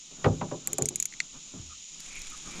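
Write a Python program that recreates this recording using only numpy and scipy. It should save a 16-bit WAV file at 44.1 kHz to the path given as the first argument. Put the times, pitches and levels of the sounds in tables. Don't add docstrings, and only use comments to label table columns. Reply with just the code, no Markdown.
import sys
import numpy as np
from scipy import signal
from scipy.fft import rfft, irfft
from scipy.io import wavfile

SR = 44100
rng = np.random.default_rng(int(sys.argv[2]) if len(sys.argv) > 2 else 0)


def pcm_store(signal):
    levels = np.round(np.clip(np.atleast_2d(signal), -1, 1) * 32767)
    wavfile.write(sys.argv[1], SR, levels.astype(np.int16).T)


N = 114660
TIME = np.arange(N) / SR

# (time [s],
# level before a common lift [dB], hardness as high cut-off [Hz], low cut-off [Hz],
# delay of the 100 Hz wave [s], lower resonance [Hz], upper resonance [Hz])
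HULL_KNOCKS = [(0.106, -45.5, 494, 217, 0.0067, 282, 388), (0.2416, -19, 1760, 114, .0031, 410, 1250),
               (0.2536, -12, 640, 68, 0.00956, 104.1, 506), (.410, -23.5, 1130, 125, 0.0036, 189, 996),
               (0.511, -25, 715, 147, 0.0051, 590, 1030), (.67, -39.5, 1180, 130, 0.01214, 187, 340),
               (0.715, -35.5, 382, 60, 0.0095, 180, 420), (.779, -25.5, 627, 186, 0.0092, 438, 680),
               (.809, -22.5, 350, 86, 0.0029, 138, 411), (.904, -36, 464, 141, .003, 180, 350),
               (1.531, -33.5, 303, 70, 0.01006, 181, 300), (1.58, -30, 88, 30, .014, 45.6, 77)]
# (frequency [Hz], relative level [dB], time to fall 60 dB [s])
HULL_MODES = [(98.1, -6.5, 0.19), (115, 1.5, 0.066), (157.5, -4, 0.43), (260.6, -4, 0.27),
              (352.1, -4.5, 0.27), (420.7, -5, 0.22), (518.2, 1, 0.1), (591.4, -7, 0.16), (793, -2, 0.16),
              (1144, -5.5, 0.1)]
# (frequency [Hz], relative level [dB per Hz])
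BLOW_COLOUR = [(40, -6), (120, -2.5), (215, -8.5), (520, -7), (650, -6.5), (4000, -9), (11000, -25.5)]
# (frequency [Hz], time to fall 60 dB [s])
HULL_DECAY = [(60, 0.27), (200, 0.45), (500, 0.21), (2000, 0.069), (6000, 0.078)]
KNOCK_LIFT_DB = 23.5
WAVE_DB, DENSE_DB, MODES_DB = -4.5, -0.5, -3
WAVE_S = 0.0025
PANEL_DB, PANEL_WIDTH = 8.5, 0.062

# (time [s], level [dB], main ring [Hz], rebound after [s], overtone [Hz],
# overtone level [dB])
REEL_CLICKS = [(0.6732, -14, 7290, .0006, 11720, -3), (0.7317, -14.5, 7150, .0005, 11380, -7),
               (0.7832, -13, 7150, .0017, 10460, -17), (0.8221, -11.5, 6860, .0007, 8700, -21),
               (0.8567, -14, 6580, .0014, 8440, -4), (.8874, -13, 6870, .0016, 9200, -14),
               (0.9577, -14.5, 6850, .0013, 10700, -8.5), (1.0004, -12, 6920, .0013, 10800, -12),
               (1.0253, -13.5, 6750, .0012, 10600, -18), (1.0552, -14.5, 6790, .0013, 10850, -11)]
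# (ratio to the main ring, relative level [dB], time to fall 60 dB [s])
REEL_MODES = [(.29, -26.5, 0.0062), (.335, -18, 0.0083), (.59, -23.5, 0.0097), (.92, -13, 0.016),
              (1, -.5, 0.0075), (1.09, -2.5, 0.0043)]
# (time [s], level [dB])
TACKLE_SNAPS = [(1.125, -35.5), (1.138, -34.5), (1.2028, -13.5)]
# (frequency [Hz], relative level [dB], time to fall 60 dB [s])
TACKLE_MODES = [(2114, 3, 0.009), (4280, -3.5, 0.0052), (6140, -2, 0.0023), (7370, -7.5, 0.0087)]
STRIKE_RISE_S, REBOUND_DB, OVERTONE_T60_S = 0.00035, -6, 0.0063
CLICK_GRIT_DB, CLICK_GRIT_T60_S, CLICK_GRIT_HZ, CLICK_GRIT_WIDTH_HZ = -8, 0.0078, 9140, 4100
SNAP_GRIT_DB, SNAP_GRIT_T60_S, SNAP_GRIT_TOP_HZ = -6, 0.0076, 7300
SCATTER_DB, SCATTER_T60_S = -9.5, 0.028

# (time [s], level [dB])
CLOTH_LEVEL = [(1.96, -87), (2.0, -51), (2.025, -53), (2.14, -55.5), (2.33, -52), (2.44, -56), (2.6, -49.5)]
# (frequency [Hz], relative level [dB per Hz])
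CLOTH_COLOUR = [(200, -18), (1600, 5.5), (3000, 5.5), (8500, 3.5), (15000, -25)]
# (time [s], level before the resonance [dB], ring [Hz])
CREASE_FLICKS = [(2.004, -25, 6100), (2.154, -41, 10400), (2.193, -34, 9300), (2.2171, -24, 5170),
                 (2.302, -30, 7500)]
# (time [s], level [dB])
RUB_LEVEL = [(1.99, -85), (2.13, -48.5), (2.28, -56.5), (2.45, -68), (2.54, -51)]
RUB_HZ, RUB_WIDTH_HZ = 2336, 480
SWAY_MIDDLE_S, SWAY_HALF_S, SWAY_DB = 2.237, 0.17, -46

# (frequency [Hz], relative level [dB per Hz])
CHORUS_COLOUR = [(1600, -28.5), (2350, -13.5), (3000, -10), (3800, -8), (4500, -14), (6500, -4.5),
                 (7200, -2), (7650, -17.5), (9000, -26), (12200, -43.5)]
# (time [s], level [dB])
CHORUS_LEVEL = [(1.1, -50), (1.9, -47.5), (2.6, -46.5)]
SINGERS_HZ, SINGERS_SPREAD_HZ, SINGER_STAGE_WIDTH_HZ = 6855, 127, 354
SINGERS_PER_S = 190
SINGERS_DB = -4.5

# (time [s], level [dB])
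BIRD_CALLS = [(1.69, -55.5), (2.30, -52.5), (2.443, -52)]
BIRD_HZ, BIRD_STAGE_WIDTH_HZ, BIRD_S = 1248, 220, 0.069

# (frequency [Hz], relative level [dB per Hz])
WASH_COLOUR = [(20, 5.5), (100, -15.5), (160, 0.5), (300, -7), (550, -17), (1300, -14.5), (3500, -44)]
# (time [s], level [dB])
WASH_LEVEL = [(0, -67.5), (.25, -46.5), (.62, -53), (1.38, -62.5), (1.68, -55.5), (1.86, -69.5),
              (2.07, -55), (2.3, -59), (2.6, -44.5)]

# (frequency [Hz], gain [dB])
MICROPHONE_RESPONSE = [(11800, 0.5), (14000, -4.5), (16300, -15)]
EDGE_HZ = 16500
LEAN_DB, LEAN_HZ = 2, 14300


def hull():
    out = np.zeros(N)
    for s, *blow in HULL_KNOCKS:
        add(out, s, knock(*blow))
    return out


def knock(db, hard_hz, low_hz, lag, *panel_hz):
    size = 2 ** 15
    t = np.arange(size) / SR
    hz = np.fft.rfftfreq(size, 1 / SR)
    build_up = np.minimum(t / (2 * WAVE_S), 1)
    body = causal(amp(read(BLOW_COLOUR, hz)))

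    wave = rng.standard_normal(size) * t / WAVE_S * np.exp(-t / WAVE_S)
    wave = unit(irfft(rfft(unit(wave)) * body))

    f, at, bins = signal.stft(rng.standard_normal(size), SR, nperseg=256)
    decay = amp(-60 * at / read(HULL_DECAY, f)[:, None])
    dense = signal.istft(bins * decay, SR, nperseg=256)[1][:size]
    dense = unit(irfft(rfft(dense * build_up) * body))

    modes = unit(ring(HULL_MODES, t) * build_up)
    blow = amp(WAVE_DB) * wave + amp(DENSE_DB) * dense + amp(MODES_DB) * modes

    panel_db = sum(PANEL_DB / (1 + ((hz / centre - 1) / PANEL_WIDTH) ** 2) for centre in panel_hz)
    low_cut = 1 / np.sqrt(1 + (low_hz / (hz + 1)) ** 6)
    high_cut = 1 / np.sqrt(1 + (hz / hard_hz) ** 3.23)
    contact = causal(amp(panel_db) * low_cut * high_cut)
    travel = np.exp(-4j * np.pi * lag * np.sqrt(100 * hz))
    return amp(db + KNOCK_LIFT_DB) * irfft(rfft(blow) * contact * travel)


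def reel():
    strikes = clicks() + snaps()
    t = np.arange(SR // 20) / SR
    scatter = unit(rng.standard_normal(len(t)) * amp(-60 * t / SCATTER_T60_S) * (t > .001))
    heard = strikes + amp(SCATTER_DB) * signal.fftconvolve(strikes, scatter)[:N]
    return signal.sosfilt(signal.butter(6, 1450, "high", fs=SR, output="sos"), heard)


def clicks():
    out = np.zeros(N)
    t = np.arange(SR // 20) / SR
    rise = np.minimum(t / STRIKE_RISE_S, 1)
    for s, db, hz, after, top_hz, top_db in REEL_CLICKS:
        tone = ring(REEL_MODES, t, hz) + ring([(top_hz, top_db, OVERTONE_T60_S)], t)
        whole_cycles_s = round(after * hz) / hz
        for delay, drop_db in ((0, 0), (whole_cycles_s, REBOUND_DB)):
            noise = resonate(rng.standard_normal(len(t)), CLICK_GRIT_HZ, CLICK_GRIT_WIDTH_HZ)
            grit = amp(CLICK_GRIT_DB - 60 * t / CLICK_GRIT_T60_S) * noise
            add(out, s + delay, amp(db + drop_db) * rise * (tone + grit))
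    return out


def snaps():
    out = np.zeros(N)
    t = np.arange(SR // 20) / SR
    rise = np.minimum(t / STRIKE_RISE_S, 1)
    dull = signal.butter(4, SNAP_GRIT_TOP_HZ, fs=SR, output="sos")
    for s, db in TACKLE_SNAPS:
        burst = amp(SNAP_GRIT_DB - 60 * t / SNAP_GRIT_T60_S) * rng.standard_normal(len(t))
        grit = signal.sosfilt(dull, burst)
        add(out, s, amp(db) * rise * (ring(TACKLE_MODES, t) + grit))
    return out


def shirt(grains_per_s=2500, spread_db=4, clump_db=3.0):
    struck = rng.random(N) < grains_per_s / SR
    strength = amp(spread_db * np.minimum(rng.exponential(1, N), 2))
    grains = struck * rng.standard_normal(N) * strength
    clumps = grains * amp(clump_db * drift(59))
    cloth = level(CLOTH_LEVEL) * evened(colour(clumps, CLOTH_COLOUR))

    flicks = np.zeros(N)
    t = np.arange(SR // 20) / SR
    for s, db, hz in CREASE_FLICKS:
        burst = amp(db - 60 * t / 0.015) * rng.standard_normal(len(t))
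        add(flicks, s, resonate(burst, hz, 1300))

    rub = level(RUB_LEVEL) * band(RUB_HZ, RUB_WIDTH_HZ) * amp(2.15 * drift(31))
    return cloth + flicks + rub


def sway():
    swell = np.exp(-((TIME - SWAY_MIDDLE_S) / SWAY_HALF_S) ** 2)
    return amp(SWAY_DB) * swell * band(8.2, 22)


def insects(count=8):
    singers = np.zeros(N)
    for place in np.linspace(-1, 1, count):
        rate = SINGERS_PER_S * rng.uniform(0.54, 1.4) * (1 + .06 * drift(40))
        turns = np.cumsum(rate) / SR
        pulses = np.diff(np.floor(turns), prepend=0) * (1 + 1.3 * rng.standard_normal(N))
        hz = SINGERS_HZ + SINGERS_SPREAD_HZ * place + 30 * drift(4.9)
        once = resonate(pulses, hz, SINGER_STAGE_WIDTH_HZ)
        song = evened(resonate(once, hz, SINGER_STAGE_WIDTH_HZ))
        singers += song * amp(2 * drift(36))
    far = evened(colour(rng.standard_normal(N), CHORUS_COLOUR)) * amp(.5 * drift(26))
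    return level(CHORUS_LEVEL) * (far + amp(SINGERS_DB) * evened(singers))


def bird():
    calls = np.zeros(N)
    for s, db in BIRD_CALLS:
        add(calls, s, amp(db) * np.hanning(round(BIRD_S * SR)) ** .5)
    return calls * band(BIRD_HZ, BIRD_STAGE_WIDTH_HZ)


def creek():
    wash = evened(colour(rng.standard_normal(N), WASH_COLOUR)) * amp(3.3 * drift(10.0))
    return level(WASH_LEVEL) * wash


def amp(db):
    return 10 ** (np.asarray(db) / 20)


def evened(x):
    return x / np.sqrt(np.mean(x ** 2) + 1e-20)


def unit(x):
    return x / (np.linalg.norm(x) + 1e-12)


def read(points, hz):
    f, value = np.transpose(points)
    return np.interp(np.log(hz + 1), np.log(f + 1), value)


def level(points):
    s, db = np.transpose(points)
    return amp(np.interp(TIME, s, db))


def add(mix, s, sound):
    part = mix[max(round(s * SR), 0):][:len(sound)]
    part += sound[:len(part)]


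def colour(x, points):
    hz = np.fft.rfftfreq(len(x), 1 / SR)
    return irfft(rfft(x) * amp(read(points, hz)), len(x))


def causal(gain):
    log = np.log(np.maximum(gain, 1e-5))
    mirrored = np.r_[log, log[-2:0:-1]]
    return np.exp(np.conj(signal.hilbert(mirrored)))[:len(gain)]


def resonate(x, hz, width):
    turn = np.exp(2j * np.pi * np.cumsum(hz * np.ones(len(x))) / SR)
    r = np.exp(-np.pi * width / SR)
    return 2 * (turn * signal.lfilter([1 - r], [1, -r], x / turn)).real


def band(hz, width):
    once = resonate(rng.standard_normal(N), hz, width)
    return evened(resonate(once, hz, width))


def drift(rate):
    hz = np.fft.rfftfreq(N, 1 / SR)
    return evened(irfft(rfft(rng.standard_normal(N)) / (1 + (hz / rate) ** 4), N))


def ring(modes, t, scale=1):
    total = 0
    for hz, db, t60 in modes:
        direction = rng.choice([-1, 1])
        total = total + direction * amp(db - 60 * t / t60) * np.sin(2 * np.pi * hz * scale * t)
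    return total


def scene():
    mono = hull() + reel() + shirt() + sway() + insects() + bird() + creek()
    return np.array([colour(mono, [(9000, 0), (LEAN_HZ, side * LEAN_DB)]) for side in (1, -1)])


def record(dry):
    heard = np.array([colour(x, MICROPHONE_RESPONSE) for x in dry])
    band_limit = signal.firwin(255, EDGE_HZ, window=("kaiser", 9), fs=SR)
    return signal.oaconvolve(heard, band_limit[None], "same", axes=1)


dry = scene()
out = record(dry)
pcm_store(out)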